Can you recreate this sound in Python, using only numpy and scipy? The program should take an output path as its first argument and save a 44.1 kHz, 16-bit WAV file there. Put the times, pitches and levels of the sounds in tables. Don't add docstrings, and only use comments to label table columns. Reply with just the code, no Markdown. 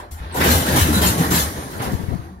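import sys
import numpy as np
from scipy import signal
from scipy.fft import rfft, irfft, next_fast_len
from scipy.io import wavfile
from scipy.ndimage import uniform_filter1d, map_coordinates

SR = 44100
rng = np.random.default_rng(int(sys.argv[2]) if len(sys.argv) > 2 else 0)


def put_to_file(sound):
    columns = np.atleast_2d(sound).T
    safe = np.clip(columns, -1, 1)
    whole_steps = np.round(safe * 32767)
    wavfile.write(sys.argv[1], SR, whole_steps.astype(np.int16))


def boost_factor(decibels):
    exponent = np.asarray(decibels, float) / 20
    return 10 ** exponent


N = 105840


def unit(x):
    return x / np.sqrt(np.mean(x ** 2) + 1e-20)


def along(points, hz):
    f, value = np.transpose(points)
    return np.interp(np.log(hz + 1), np.log(f + 1), value)


def curves(rows):
    s, *columns = np.transpose(rows)
    return [np.interp(np.arange(N) / SR, s, column) for column in columns]


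def wobble(rate):
    knots = rng.standard_normal(int(N * rate / SR) + 4)
    return map_coordinates(knots, [np.arange(N) * rate / SR])


def filtered(x, response):
    m = next_fast_len(N + 8192)
    return irfft(rfft(x, m) * response(np.fft.rfftfreq(m, 1 / SR)), m)[..., :N]


# (frequency [Hz], likeness [-1 to 1])
PORT_LIKENESS = [(100, 0.97), (300, 1), (700, 0.35), (1400, 0.89), (2500, 0.067), (5000, 0.17),
                 (12000, 0.066)]


def rush(spectrum, modal_db, patchy_db=1.2):
    z = signal.stft(rng.standard_normal((2, N)), nperseg=1024, noverlap=768)[2]

    def blotches(bins, frames):
        grain = rng.standard_normal(z.shape[1:])
        return unit(uniform_filter1d(uniform_filter1d(grain, size=bins, axis=0), size=frames, axis=1))

    gain = boost_factor(patchy_db * blotches(10, 6) + modal_db * blotches(2, 14))
    pair = signal.istft(z * gain, nperseg=1024, noverlap=768)[1][:, :N]
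    closed = [(spectrum[0][0] / 2, -80)] + list(spectrum) + [(spectrum[-1][0] * 2, -80)]

    def mid_and_side(hz):
        angle = np.arccos(np.clip(along(PORT_LIKENESS, hz), -1, 1)) / 2
        return boost_factor(along(closed, hz)) * [np.cos(angle), np.sin(angle)]

    mid, side = filtered(pair, mid_and_side)
    return unit(np.array([mid + side, mid - side]))


# (time [s], hold [s], air hiss level [dB], coupler clank level [dB])
JOLTS = [(-.04, 0.036, -51, -45), (0.108, 0.01, -37, -48), (0.172, 0.066, -86, -41.5),
         (0.219, 0.027, -73, -39), (0.295, 0.029, -67, -38), (0.326, 0.055, -84, -39.5),
         (0.339, 0.017, -30, -40), (0.356, 0.039, -29.5, -28), (0.396, 0.029, -27, -17),
         (0.434, 0.087, -20.5, -20), (0.498, 0.064, -19.5, -34), (0.655, 0.088, -25.5, -23.5),
         (0.719, 0.061, -27.5, -27.5), (0.756, 0.064, -19, -23), (0.594, .04, -28, -29),
         (0.864, 0.079, -28.5, -31), (0.926, 0.059, -24.5, -23.5), (1.011, 0.047, -20, -21.5),
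         (1.053, 0.035, -19.5, -42), (1.173, 0.073, -28, -26), (1.302, 0.047, -22, -22.5),
         (1.338, 0.063, -19.5, -50), (1.437, 0.015, -57, -53), (1.535, 0.095, -71, -38),
         (1.7, 0.085, -42.5, -40.5), (1.788, 0.013, -75, -28.5), (1.815, 0.038, -33.5, -36.5),
         (1.914, 0.021, -40, -62), (1.993, .05, -48.5, -47), (2.08, 0.057, -53, -45.5),
         (2.2, 0.1, -65, -53.5)]


def bursts(column, attack_s, t60, late_db=0, rows=JOLTS):
    s, hold, db = (np.array(rows)[:, [k]] for k in (0, 1, column))
    clock = np.arange(0, N + 16, 16)
    t = clock / SR - s
    fall_db = 60 * np.maximum(t - hold, 0) / t60
    shape = np.clip(t / attack_s, 0, 1) * boost_factor(db + late_db - fall_db)
    return np.interp(np.arange(N), clock, np.sqrt(np.sum(shape ** 2, axis=0)))


def ring(s, hz, db, t60, rise_s):
    out = np.zeros(N)
    first = int(np.clip(np.ceil(s * SR), 0, N - 1))
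    last = min(N, first + int(t60 * SR) + 1)
    t = np.arange(first, last) / SR - s
    out[first:last] = boost_factor(db - 60 * t / t60) * (1 - np.exp(-t / rise_s)) * np.sin(2 * np.pi * hz * t)
    return out


def yard_echo(column, spectrum, colour):
    wash = filtered(rush(spectrum, modal_db=4.0), lambda hz: boost_factor(along(colour, hz)))
    return bursts(column, attack_s=0.029, t60=1.82, late_db=-13) * wash


# (frequency [Hz], level [dB per Hz])
YARD_NOISE = [(40, 7), (80, -21), (200, -22), (350, -20), (520, -52), (700, -10.5), (1200, -18),
              (2600, -32.5)]


def yard_background():
    return boost_factor(-45.5) * rush(YARD_NOISE, modal_db=2.5)


# (frequency [Hz], level [dB per Hz])
AIR = [(3000, -10.5), (4300, -12), (5200, -5), (7000, -2.5), (8700, -4.5), (11400, 1.5), (14000, -3.5),
       (16000, -6.5)]
# (frequency [Hz], level [dB per Hz])
ROAR = [(1800, -27), (2600, 9), (3300, 5), (4200, 5), (5500, -25)]
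# (frequency [Hz], level [dB])
AIR_ECHO = [(3500, -0.5), (4400, 0), (5500, -1.5), (6500, 2.5), (7700, -7), (9500, 2), (16000, -9.5)]


def brake_air(shake):
    hiss = shake * boost_factor(0.76 * wobble(58.9)) * rush(AIR, modal_db=4.0)
    roar_level = boost_factor(-8.5) * shake.max() * (shake / shake.max()) ** 1.33
    roar = roar_level * rush(ROAR, modal_db=6)
    return hiss + roar + yard_echo(column=2, spectrum=AIR, colour=AIR_ECHO)


LOOSE_STEEL = [510, 1038, 2069, 2999, 3181, 7074, 7482, 8586, 9169, 9770, 10691, 11645, 12683, 14371]


def loose_steel(shake):
    taps_per_s, spread_db, t60 = 25, 2, 0.12
    rattle = np.zeros((2, N))
    r = boost_factor(-60 / t60 / SR)
    for hz in LOOSE_STEEL:
        strength = boost_factor(spread_db * rng.standard_normal(N))
        taps = (rng.random(N) < taps_per_s / SR) * strength
        turn = 2 * np.pi * hz / SR
        rung = signal.lfilter([np.sin(turn)], [1, -2 * r * np.cos(turn), r * r], taps * shake)
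        rattle += boost_factor(2 * rng.standard_normal((2, 1))) * rung
    return boost_factor(-13.5) * rattle


def air_and_rattle():
    shake = bursts(column=2, attack_s=0.0074, t60=0.32)
    return brake_air(shake) + loose_steel(shake)


# (frequency [Hz], level [dB per Hz])
IRON = [(250, -4.5), (420, -3), (700, -4), (1180, -2), (1500, -6.5), (1900, -6), (2450, -8.5), (3500, -13),
        (6000, -24)]
# (frequency [Hz], level [dB])
IRON_ECHO = [(300, -5), (520, -9), (750, -0.5), (1900, -7), (4400, 3)]
# (time [s], level [dB], fall by 60 dB [s])
RINGS = [(0.323, -32, 0.24), (.44, -55, 0.12), (0.573, -19, 0.2), (.79, -21.5, 0.26), (.81, -15.5, 0.059),
         (0.884, -13, 0.24), (0.945, -23, 0.35), (1.03, -17.5, 0.11), (1.04, -15, .12), (1.067, -22, .15),
         (1.069, -10, 0.067), (1.09, -29, 0.41), (1.202, -31.5, 0.97), (1.305, -45, .3), (1.317, -21, 0.27),
         (1.46, -42, 0.72), (.02, -43, 0.35), (0, -50, .2), (0.123, -60, .8), (0.251, -50, .2),
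         (0.824, -23, .25), (0.949, -28, .15), (1.026, -29.5, .3), (1.043, -19, .2), (1.2, -23.5, .2),
         (2.09, -38, .3), (2.24, -51, 1.5)]
RING_HZ = [8300, 11640, 14370, 2990, 1750, 300, 3970, 3185, 13000, 2700, 7072, 10690, 11640, 11640, 7480,
           8845, 600, 1800, 1130, 1130, 2700, 1370, 1800, 1368, 465, 965, 690]


def couplers():
    level = bursts(column=3, attack_s=0.017, t60=0.7)
    clank = level * boost_factor(0.55 * wobble(90)) * rush(IRON, modal_db=3)
    rings = sum(ring(s, hz, db, t60, rise_s=0.0019) for hz, (s, db, t60) in zip(RING_HZ, RINGS))
    return clank + yard_echo(column=3, spectrum=IRON, colour=IRON_ECHO) + rings


# (time [s], hold [s], level [dB])
GROANS = [
    (-.03, 0.085, -44),
    (.2, 0.13, -46),
    (.338, 0.076, -25),
    (.99, 0.045, -29),
    (1.55, 0.056, -37.5),
    (1.66, 0.15, -40),
    (1.79, 0.093, -33.5),
]
# (frequency [Hz], level [dB per Hz])
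FRAME = [(260, -15), (380, 1.5), (600, -3), (1000, -5), (1300, -15)]


def frame():
    return bursts(column=2, attack_s=0.017, t60=0.53, rows=GROANS) * rush(FRAME, modal_db=3)


# (time [s], level [dB], share of upper drumming [0 to 1])
SHELL = [(0, -43.5, 0.08), (.2, -36, 0.07), (.33, -30, 0.22), (.39, -20.5, 0.84), (.5, -15, 0.29),
         (.65, -21.5, 0.65), (.77, -15.5, 0.45), (.93, -17.5, 0.38), (1.1, -16.5, 0.27), (1.16, -22, 0.83),
         (1.34, -20, 0.63), (1.5, -26, 0.3), (1.62, -30, 0.58), (1.74, -38, 1), (1.78, -31.5, 0.2),
         (1.82, -28, 0.77), (2.22, -33.5, 0.1), (2.4, -32.5, 0.1)]
# (frequency [Hz], level [dB per Hz])
BOOM = [(25, -30), (50, -17), (68, -6), (86, 0), (100, -7), (140, -22)]
# (frequency [Hz], level [dB per Hz])
DRUM = [(70, -65), (120, -1.5), (180, -2), (260, -3), (400, -9.5), (700, -17.5)]
# (time [s], peak level [dB], frequency [Hz], fall by 60 dB [s])
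THUDS = [(0.117, -18, 76, 0.28), (0.204, -17.5, 61.5, 0.28), (0.364, -18, 133, 0.26),
         (0.399, -12, 221, 0.11), (0.49, -6, 240, 0.14), (0.548, -11, 80, 0.35), (0.682, -12, 182.3, 0.14),
         (0.744, -8, 160, 0.07), (0.781, -10, 105, 0.13), (0.817, -2, 83.4, 0.071),
         (0.873, -11, 64.6, 0.13), (0.961, -2.5, 191, 0.099), (1.052, -11.5, 180.5, 0.25),
         (1.098, -12, 95.5, 0.27), (1.199, -4.5, 168.5, 0.13), (1.234, -33, 69.4, 0.13),
         (1.307, -15.5, 72, 0.25), (1.429, -15, 75.4, 0.21), (1.583, -21.5, 69.4, 0.19),
         (1.798, -13, 119, 0.11), (1.203, -5, 251, 0.088), (1.243, -16.5, 292, 0.12),
         (1.31, -14.5, 184, .12), (1.36, -15, 170, 0.16), (2.179, -33.5, 330, 0.36), (2.25, -34, 344, 0.3),
         (2.289, -31, 311, 0.13), (2.339, -40, 354, 0.11), (2.374, -34, 330, 0.13), (.2, -30.5, 160, 0.37),
         (2.311, -26.5, 186, 0.41), (.76, -15, 133, .15), (0.842, -15, 148, .15), (0.446, -10.5, 164, 0.14),
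         (0.471, -10, 68.5, 0.17), (1.861, -21, 61.4, .2)]


def tank():
    level_db, share = curves(SHELL)
    share = np.clip(share, 0, 1)
    note_hz = 82.5 + 8.85 * wobble(14)
    note = np.sqrt(2) * np.sin(2 * np.pi * np.cumsum(note_hz) / SR)
    boom = boost_factor(-3 + 0.63 * wobble(25)) * note + boost_factor(-5) * rush(BOOM, modal_db=1.2)
    drum = boost_factor(1.5 * wobble(35.18)) * rush(DRUM, patchy_db=-1.0, modal_db=1.5)
    hum = np.sqrt(1 - share) * boom + np.sqrt(share) * drum
    thuds = sum(ring(s, hz, db - 2.5, t60, rise_s=0.0043) for s, db, hz, t60 in THUDS)
    return boost_factor(level_db - 1.5) * hum + thuds


# (time [s], level [dB])
BREEZE = [
    (1.5, -56),
    (1.85, -27.5),
    (2.15, -31),
    (2.23, -42),
    (2.4, -44),
]
# (time [s], peak level [dB], frequency [Hz])
PATS = [
    (1.929, -5.5, 167),
    (1.943, -7, 95),
    (1.993, -13.5, 170),
    (2.032, -13, 84),
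    (2.08, -8, 116),
    (2.113, -13, 82),
    (2.13, -11, 91),
    (2.15, -11.5, 164),
    (2.189, -15, 103),
]


def wind():
    level_db, = curves(BREEZE)
    flutter = boost_factor(level_db + 3.6 * wobble(29.87)) * rush(DRUM, patchy_db=0.5, modal_db=-0.6)[0]
    pats = sum(ring(s + 0.00426, hz, db + 6, t60=0.041, rise_s=0.0025) for s, db, hz in PATS)
    right_db = -39
    return (flutter + pats) * boost_factor([[0], [right_db]])


# (frequency [Hz], level [dB])
RIGHT_PORT = [(100, -2), (700, 0), (1500, 5), (2100, 1), (2700, -8.5), (4000, 4.5), (7000, -4), (14000, -6)]
# (frequency [Hz], delay [s])
RIGHT_LAG = [(100, 0.00026), (700, 0.00025), (2000, 0.00056), (5000, 0.000682)]


def scene():
    left, right = yard_background() + air_and_rattle() + couplers() + frame() + tank()

    def right_path(hz):
        return boost_factor(along(RIGHT_PORT, hz)) * np.exp(-2j * np.pi * hz * along(RIGHT_LAG, hz))

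    return boost_factor(1) * np.array([left, filtered(right, right_path)]) + wind()


def top_cut(x):
    return signal.sosfilt(signal.butter(12, 17000, fs=SR, output="sos"), x)


# (time [s], level [dB])
GAIN = [
    (0, 3),
    (.105, -3),
    (.112, -1.5),
    (2.25, 0),
    (2.4, -7.5),
]


def record(dry):
    x = dry * boost_factor(curves(GAIN)[0])
    x = x / (1 + abs(x) ** 4) ** (1 / 4)
    mix = filtered(x, lambda hz: hz < 15780)
    return top_cut(mix)


dry = scene()
out = record(dry)
put_to_file(out)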